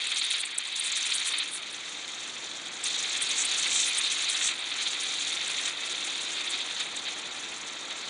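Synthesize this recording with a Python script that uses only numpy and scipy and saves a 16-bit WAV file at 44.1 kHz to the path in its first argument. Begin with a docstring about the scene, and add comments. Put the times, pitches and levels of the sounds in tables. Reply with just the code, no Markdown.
"""A close, sputtering fizz: a can of soda foams over on the ground beside a house wall. Countless bursting
bubbles excite the resonances of the can; clumps of larger ones collapse at once, one pops with a falling
squelch, and gas spits through the foam in short bright jets. Soft low thumps accompany some of the strongest
hisses. Ground and wall add early reflections. Behind it lie outdoor air and a distant motor's hum."""
import sys
import numpy as np
from scipy import signal
from scipy.fft import rfft, irfft, next_fast_len
from scipy.io import wavfile
from scipy.ndimage import uniform_filter1d

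SR = 44100
rng = np.random.default_rng(int(sys.argv[2]) if len(sys.argv) > 2 else 0)


def generate_wav(sig):
    """Save sig (samples, or channels by samples) to the path in sys.argv[1] as 16-bit PCM at SR."""
    pcm = np.round(np.clip(np.atleast_2d(sig).T, -1, 1) * 32767).astype(np.int16)
    wavfile.write(sys.argv[1], SR, pcm)


N = 356769
TIME = np.arange(N) / SR

# spectrum of coarse bubbles bursting at the can's mouth: f/Hz, relative level/dB
COARSE_SPECTRUM = [(300, -39.5), (800, -24.5), (1250, -13.5), (1700, -12), (2100, -7), (2500, -4.5),
                   (2900, -9), (3200, -3.5), (3650, -0.5), (4100, -4), (4450, -7.5), (4950, -18.5),
                   (6500, -43.5), (10000, -50.5)]


def coarse_fizz(flow_db):
    """Shot noise of coarse bubbles: the level follows the gas flow, the colour their wandering size."""
    dull_db = lingering(flow_db) + 2.5 * fits(rate_hz=8)
    crackle = fizz(COARSE_SPECTRUM, per_s=4000, spread_db=2.6, bands=7,
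                   together_db=1.4 * fits(rate_hz=70), own_db=2.6, clump_hz=45)
    return from_db(-32.5 + flow_db) * dulled(crackle, dull_db)


def fine_fizz(flow_db):
    """Intermittent flow: gas reaches the top of the foam in fits, driving fine fizz, spray and spits."""
    # spectra of the fine fizz and of the finest spray: f/Hz, relative level/dB
    fine_spectrum = [(3500, -24), (5000, -4), (5800, 2.5), (6600, 5), (7400, 2.5), (8200, -6), (10000, -30)]
    spray_spectrum = [(5500, -22.5), (7200, -15), (8100, 5.5), (9500, 12), (10600, -13)]
    # unevenness of the fine fizz: t/s, sputter (0-1)
    sputter_curve = [(0, 1), (1.6, 1), (1.9, .4), (3.0, .7), (4.4, .8), (4.8, .6)]
    sputter = in_time(sputter_curve)
    excess = sputter - sputter.mean()
    driven_db = -42 + 1.67 * flow_db - 10 * excess   # sputtering turns fine fizz into spray
    spray_db = -47 + 1.29 * flow_db + 3 * excess
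    standing_db = -47   # the head keeps fizzing whatever the flow
    fine_gain = np.hypot(from_db(driven_db), from_db(standing_db)) * from_db(-lingering(flow_db))
    gas = sputter * fits(rate_hz=42)
    fine = fizz(fine_spectrum, per_s=3500, spread_db=2.2, bands=6,
                together_db=5.5 * gas, own_db=6 * sputter, clump_hz=70)
    spray = fizz(spray_spectrum, per_s=3500, spread_db=2.2, bands=4,
                 together_db=8 * gas, own_db=7 * sputter, clump_hz=55)
    spits = small_spits(spray_db)
    wander_db = 2.5 * sputter * fits(rate_hz=9)
    return from_db(wander_db) * (fine_gain * fine + from_db(spray_db) * spray) + spits


def fizz(spectrum, per_s, spread_db, bands, together_db, own_db, clump_hz):
    """Bubble resonance: each size rings in its own band; bursts set off like neighbours, in clumps."""
    edges = np.linspace(spectrum[0][0], spectrum[-1][0], bands + 1)
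    out = 0
    for band in zip(edges, edges[1:]):
        clumps = from_db(together_db + own_db * fits(clump_hz))
        clumps /= np.sqrt(uniform_filter1d(clumps ** 2, size=SR // 12))   # bunching keeps the mean power
        clicks = bursts(per_s, spread_db) * clumps + 1e-18
        out = out + signal.sosfilt(butterworth(2, band, "band"), clicks)
    return coloured(out, spectrum)


def bursts(per_s, spread_db):
    """Poisson process: bubble films break at random moments, in many faint clicks and a few strong."""
    at = np.flatnonzero(rng.random(N) < per_s / SR)
    level_db = spread_db * np.minimum(rng.exponential(1, len(at)), 3)
    clicks = np.zeros(N)
    clicks[at] = from_db(level_db) * rng.choice([-1, 1], len(at))
    return clicks


def lingering(flow_db, linger_s=0.27):
    """Relaxation: large bubbles linger, so dullness/dB rises while the flow is below its recent mean."""
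    keep = np.exp(-1 / (linger_s * SR))
    recent_db = flow_db[0] + signal.lfilter([1 - keep], [1, -keep], flow_db - flow_db[0])
    return 0.76 * (recent_db - flow_db) - 1


def dulled(x, dull_db, split_hz=3120):
    """Spectral tilt: larger bubbles move the weight from the can's upper resonance to the lower."""
    low = signal.sosfiltfilt(butterworth(2, split_hz, "low"), x)
    return from_db(dull_db * 2 / 3) * low + from_db(-dull_db / 2) * (x - low)


def collapses():
    """Chain reaction: a clump of coarse bubbles goes within a few hundredths of a second."""
    # collapsing clumps: t/s, level/dB, length/s, dullness/dB
    clumps = [(0.219, -30.5, .006, -18), (0.345, -26, 0.0079, -5), (0.438, -26, 0.0044, 2),
              (1.123, -29, 0.0093, -15), (1.342, -28.5, .011, 1), (1.409, -32, 0.027, -4),
              (3.53, -34, .03, -2), (3.659, -29, .011, -4), (4.047, -33.5, 0.02, -15),
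              (4.287, -31, 0.0062, -22), (4.491, -27, 0.0038, 2), (4.81, -32.5, 0.036, 0),
              (4.871, -29, 0.013, -5), (5.681, -34, 0.012, 7), (6.383, -33, 0.025, -3),
              (6.478, -33.5, .012, -9), (6.542, -32.5, .029, -1), (6.611, -35.5, 0.018, -14),
              (6.81, -31.5, 0.016, 2), (7.08, -32.5, 0.026, 1), (7.917, -34.5, .014, 2)]
    crackle = coloured(bursts(per_s=14000, spread_db=1.2), COARSE_SPECTRUM)
    out = np.zeros(N)
    for t, level_db, length_s, dull_db in clumps:
        at, shape = swell(t, length_s)
        out[at] += from_db(level_db) * shape * dulled(crackle[at], dull_db)
    return out


def pop(t=3.669, level_db=-27.5, centre_hz=2200, fall_hz_per_s=45000, width_hz=620):
    """Cavity resonance: the largest bubble widens as its film tears, so its noisy note slides down."""
    at, shape = swell(t, length_s=.008)
    hz = centre_hz - fall_hz_per_s * (TIME[at] - t)
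    glide = np.sin(2 * np.pi * np.cumsum(hz) / SR)
    flutter = signal.sosfilt(butterworth(2, width_hz / 2, "low"), rng.standard_normal(len(at)))
    out = np.zeros(N)
    out[at] = from_db(level_db) * shape * rms_one(flutter * glide)
    return out


def jets(rows, width_hz, ragged_db):
    """Jet noise: each hiss lies around a pitch set by its opening, chopped by the films it breaks."""
    out, hiss = np.zeros(N), rng.standard_normal(N)
    for t, level_db, length_s, hz in rows:
        at, shape = swell(t, length_s)
        band = butterworth(3, [hz - width_hz / 2, hz + width_hz / 2], "band")
        out[at] += from_db(level_db) * shape * rms_one(signal.sosfilt(band, hiss[at]))
    return out * rms_one(from_db(ragged_db * fits(rate_hz=130)))


def large_spits():
    """Jet noise of gas breaking through the foam in distinct bright spurts."""
    # spurts of gas: t/s, level/dB, length/s, f/Hz
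    spurts = [(0.07, -32, 0.0035, 8700), (0.196, -32, 0.0038, 8500), (0.307, -27, 0.0036, 8750),
              (0.404, -31.5, 0.014, 8900), (0.457, -33.5, .008, 8300), (0.584, -25.5, 0.0051, 8600),
              (0.798, -25, 0.006, 9250), (0.86, -31.5, 0.022, 8300), (0.923, -26.5, 0.0051, 7200),
              (0.981, -34, 0.011, 8400), (1.155, -29.5, 0.02, 8800), (1.277, -32, 0.023, 8540),
              (1.386, -29, 0.005, 9100), (1.545, -35.5, 0.039, 9200), (2.842, -32, 0.0065, 8650),
              (3.226, -29.5, 0.015, 8800), (3.404, -27, 0.04, 7140), (3.453, -23, 0.0064, 8460),
              (3.592, -31.5, 0.024, 7360), (3.781, -29, 0.11, 7000), (3.88, -30, 0.024, 8800),
              (3.988, -27, 0.011, 8900), (4.302, -27, 0.01, 8450), (4.454, -29, 0.059, 7130),
              (5.035, -33.5, 0.0067, 9500), (5.479, -33, 0.005, 8300), (5.657, -35, .02, 6760),
              (6.05, -37, 0.0069, 9100), (6.508, -33, .007, 8500), (6.968, -35.5, .012, 7250)]
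    return jets(spurts, width_hz=2500, ragged_db=3)


def small_spits(spray_db, per_s=14, low_hz=7540, high_hz=9160):
    """Poisson process of faint jets, each 6 to 10 dB above the spray, with its own length and pitch."""
    wait, strength, stretch, pitch = rng.random((400, 4)).T
    t = np.cumsum(-np.log(1 - wait)) / per_s
    level_db = np.interp(t, TIME, spray_db) + 6 + 4 * strength
    length_s = .0036 * (1 + stretch)
    hz = low_hz + pitch * (high_hz - low_hz)
    rows = np.transpose([t, level_db, length_s, hz])
    return jets(rows[t < TIME[-1]], width_hz=1600, ragged_db=3.5)


def can_ring(x, gain_db):
    """Forced resonance: the can's narrow modes ring along with the bubbles at its mouth."""
    # modes of the can: f/Hz, bandwidth/Hz, level/dB re the direct fizz
    modes = [(2632, 30, -8), (3130, 70, -8), (3600, 35, -10), (3720, 50, -11), (3850, 45, -11),
             (4440, 40, -8), (4797, 35, -2)]
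    out = x
    for hz, width_hz, level_db in modes:
        r = np.exp(-np.pi * width_hz / SR)
        poles = [1, -2 * r * np.cos(2 * np.pi * hz / SR), r * r]
        ring = (1 - r * r) / 2 * signal.lfilter([1, 0, -1], poles, x)
        out = out + from_db(level_db) * ring
    return from_db(gain_db) * out


def echoed(x):
    """Early reflection: delayed, weaker copies add to the direct sound."""
    # reflections from the ground, the wall and things nearby: delay/s, level/dB
    echoes = [(.00295, -29.5), (.0065, -17), (0.0167, -16.5)]
    return x + sum(from_db(db) * np.pad(x, (round(delay * SR), 0))[:N] for delay, db in echoes)


def thumps(length_s, low_cut_hz):
    """High-passed Gaussian pulses: soft low thumps that accompany some of the strongest hisses."""
    # soft low thumps: t/s, peak level/dB before the low cut
    pulses = [(3.233, -52), (3.592, -53), (3.726, -51), (3.99, -51), (4.308, -59), (4.503, -64)]
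    out = np.zeros(N)
    for t, peak_db in pulses:
        at, shape = swell(t, length_s)
        out[at] += from_db(peak_db) * shape
    return signal.sosfilt(butterworth(1, low_cut_hz, "high"), out)


def motor_hum(fundamental_hz, waver_db):
    """Harmonic series of a distant motor; each partial wavers in level on its way."""
    # partials of the hum: harmonic number, level/dB re the outdoor air
    partials = [(2, -30), (3, -28), (5, -19.5), (6, -18.5), (8, -21), (13, -19), (14, -21.5), (20, -23),
                (23, -15.5)]
    turns = np.cumsum(fundamental_hz * (1 + 0.000587 * drift(rate_hz=1.38))) / SR
    hum = np.zeros(N)
    for k, level_db in partials:
        amplitude = np.sqrt(2) * from_db(level_db + waver_db * drift(rate_hz=0.88))
        hum += amplitude * np.sin(2 * np.pi * (round(k) * turns + rng.random()))
    return hum


def surroundings():
    """Ambient noise: broadband outdoor air and the motor's hum swell together."""
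    # spectrum of outdoor air: f/Hz, relative level/dB
    air_spectrum = [(20, -35), (40, -15), (60, -12), (110, -10), (200, -3), (300, 2.5), (500, 0.5),
                    (800, 1), (1300, 1.5), (2000, 2.5), (5000, -24), (10000, -38)]
    # slow swell of the background: t/s, level/dB
    level_curve = [(0, -52), (.7, -52.5), (1.5, -49.5), (2.6, -47), (3.6, -45.5), (4.3, -48), (5.5, -46),
                   (8.09, -45.5)]
    hum = motor_hum(fundamental_hz=58.52, waver_db=1.8)
    air = coloured(rng.standard_normal(N), air_spectrum)
    return from_db(in_time(level_curve)) * (air + hum)


def coloured(x, spectrum):
    """Minimum-phase filtering: imposes a spectrum so that each click rings after it strikes; rms 1."""
    size = 2 * next_fast_len(N // 2 + 1)
    hz, level_db = np.transpose(spectrum)
    grid_hz = np.maximum(np.arange(size // 2 + 1) * SR / size, 1)
    magnitude = from_db(np.interp(np.log(grid_hz), np.log(hz), level_db))
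    cepstrum = irfft(np.log(magnitude))
    response = np.exp(rfft(2 * cepstrum[:size // 2], size))
    return rms_one(irfft(rfft(x, size) * response)[:N])


def swell(t, length_s):
    """Gaussian envelope centred on t, length_s wide at half power: its samples and its gain."""
    at = np.arange(*np.searchsorted(TIME, [t - 3 * length_s, t + 3 * length_s]))
    return at, 2 ** (-2 * ((TIME[at] - t) / length_s) ** 2)


def fits(rate_hz):
    """Intermittency: gas finds a way and loses it again, swinging between -1 and 1."""
    return np.tanh(2 * drift(rate_hz))


def drift(rate_hz):
    """Random fluctuation: low-pass noise of rms 1 with its corner at rate_hz."""
    step, settle = 20, 2000   # samples per point; points for the filter to settle
    r = np.exp(-2 * np.pi * rate_hz * step / SR)
    noise = rng.standard_normal(N // step + settle + 2)
    slow = signal.lfilter([1], [1, -2 * r, r * r], noise)[settle:]
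    return np.interp(np.arange(N) / step, np.arange(len(slow)), rms_one(slow))


def butterworth(order, hz, kind):
    """Maximally flat filter, as second-order sections."""
    return signal.butter(order, hz, kind, fs=SR, output="sos")


def in_time(curve):
    """Linear interpolation of a curve at every sample."""
    return np.interp(TIME, *np.transpose(curve))


def from_db(db):
    """Level to amplitude ratio."""
    return 10 ** (np.asarray(db) / 20)


def rms_one(x):
    """Normalisation to rms 1."""
    return x / np.sqrt(np.mean(x ** 2) + 1e-20)


def scene():
    """Superposition: the can close by, all its fizz driven by one gas flow, and the yard behind it."""
    # the flow of gas, in two surges: t/s, level/dB
    flow_curve = [(0.0, -33), (0.34, -31.5), (0.5, -39), (0.97, -31.5), (1.37, -33), (1.51, -40),
                  (2.82, -41), (2.84, -34), (3.6, -31), (4.48, -31.5), (4.55, -37), (4.78, -34),
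                  (5.7, -33.5), (5.72, -39), (5.86, -35), (6.62, -36), (6.69, -37), (6.81, -34.5),
                  (6.87, -39), (7.05, -39), (7.86, -41.5), (8.09, -39)]
    flow_db = in_time(flow_curve) + 33   # 0 dB is the usual flow
    coarse = coarse_fizz(flow_db) + collapses() + pop()
    treble = fine_fizz(flow_db) + large_spits()
    # rough surfaces return the coarse fizz and scatter the treble away
    body = echoed(can_ring(coarse, gain_db=-0.34))
    return (body + treble + thumps(length_s=0.0049, low_cut_hz=30) + surroundings())[None]


def record(dry, cutoff_hz=10150):
    """Band limiting: an elliptic low-pass cuts the top steeply."""
    return signal.sosfilt(signal.ellip(12, .2, 80, cutoff_hz, fs=SR, output="sos"), dry)


dry = scene()
out = record(dry)
generate_wav(out)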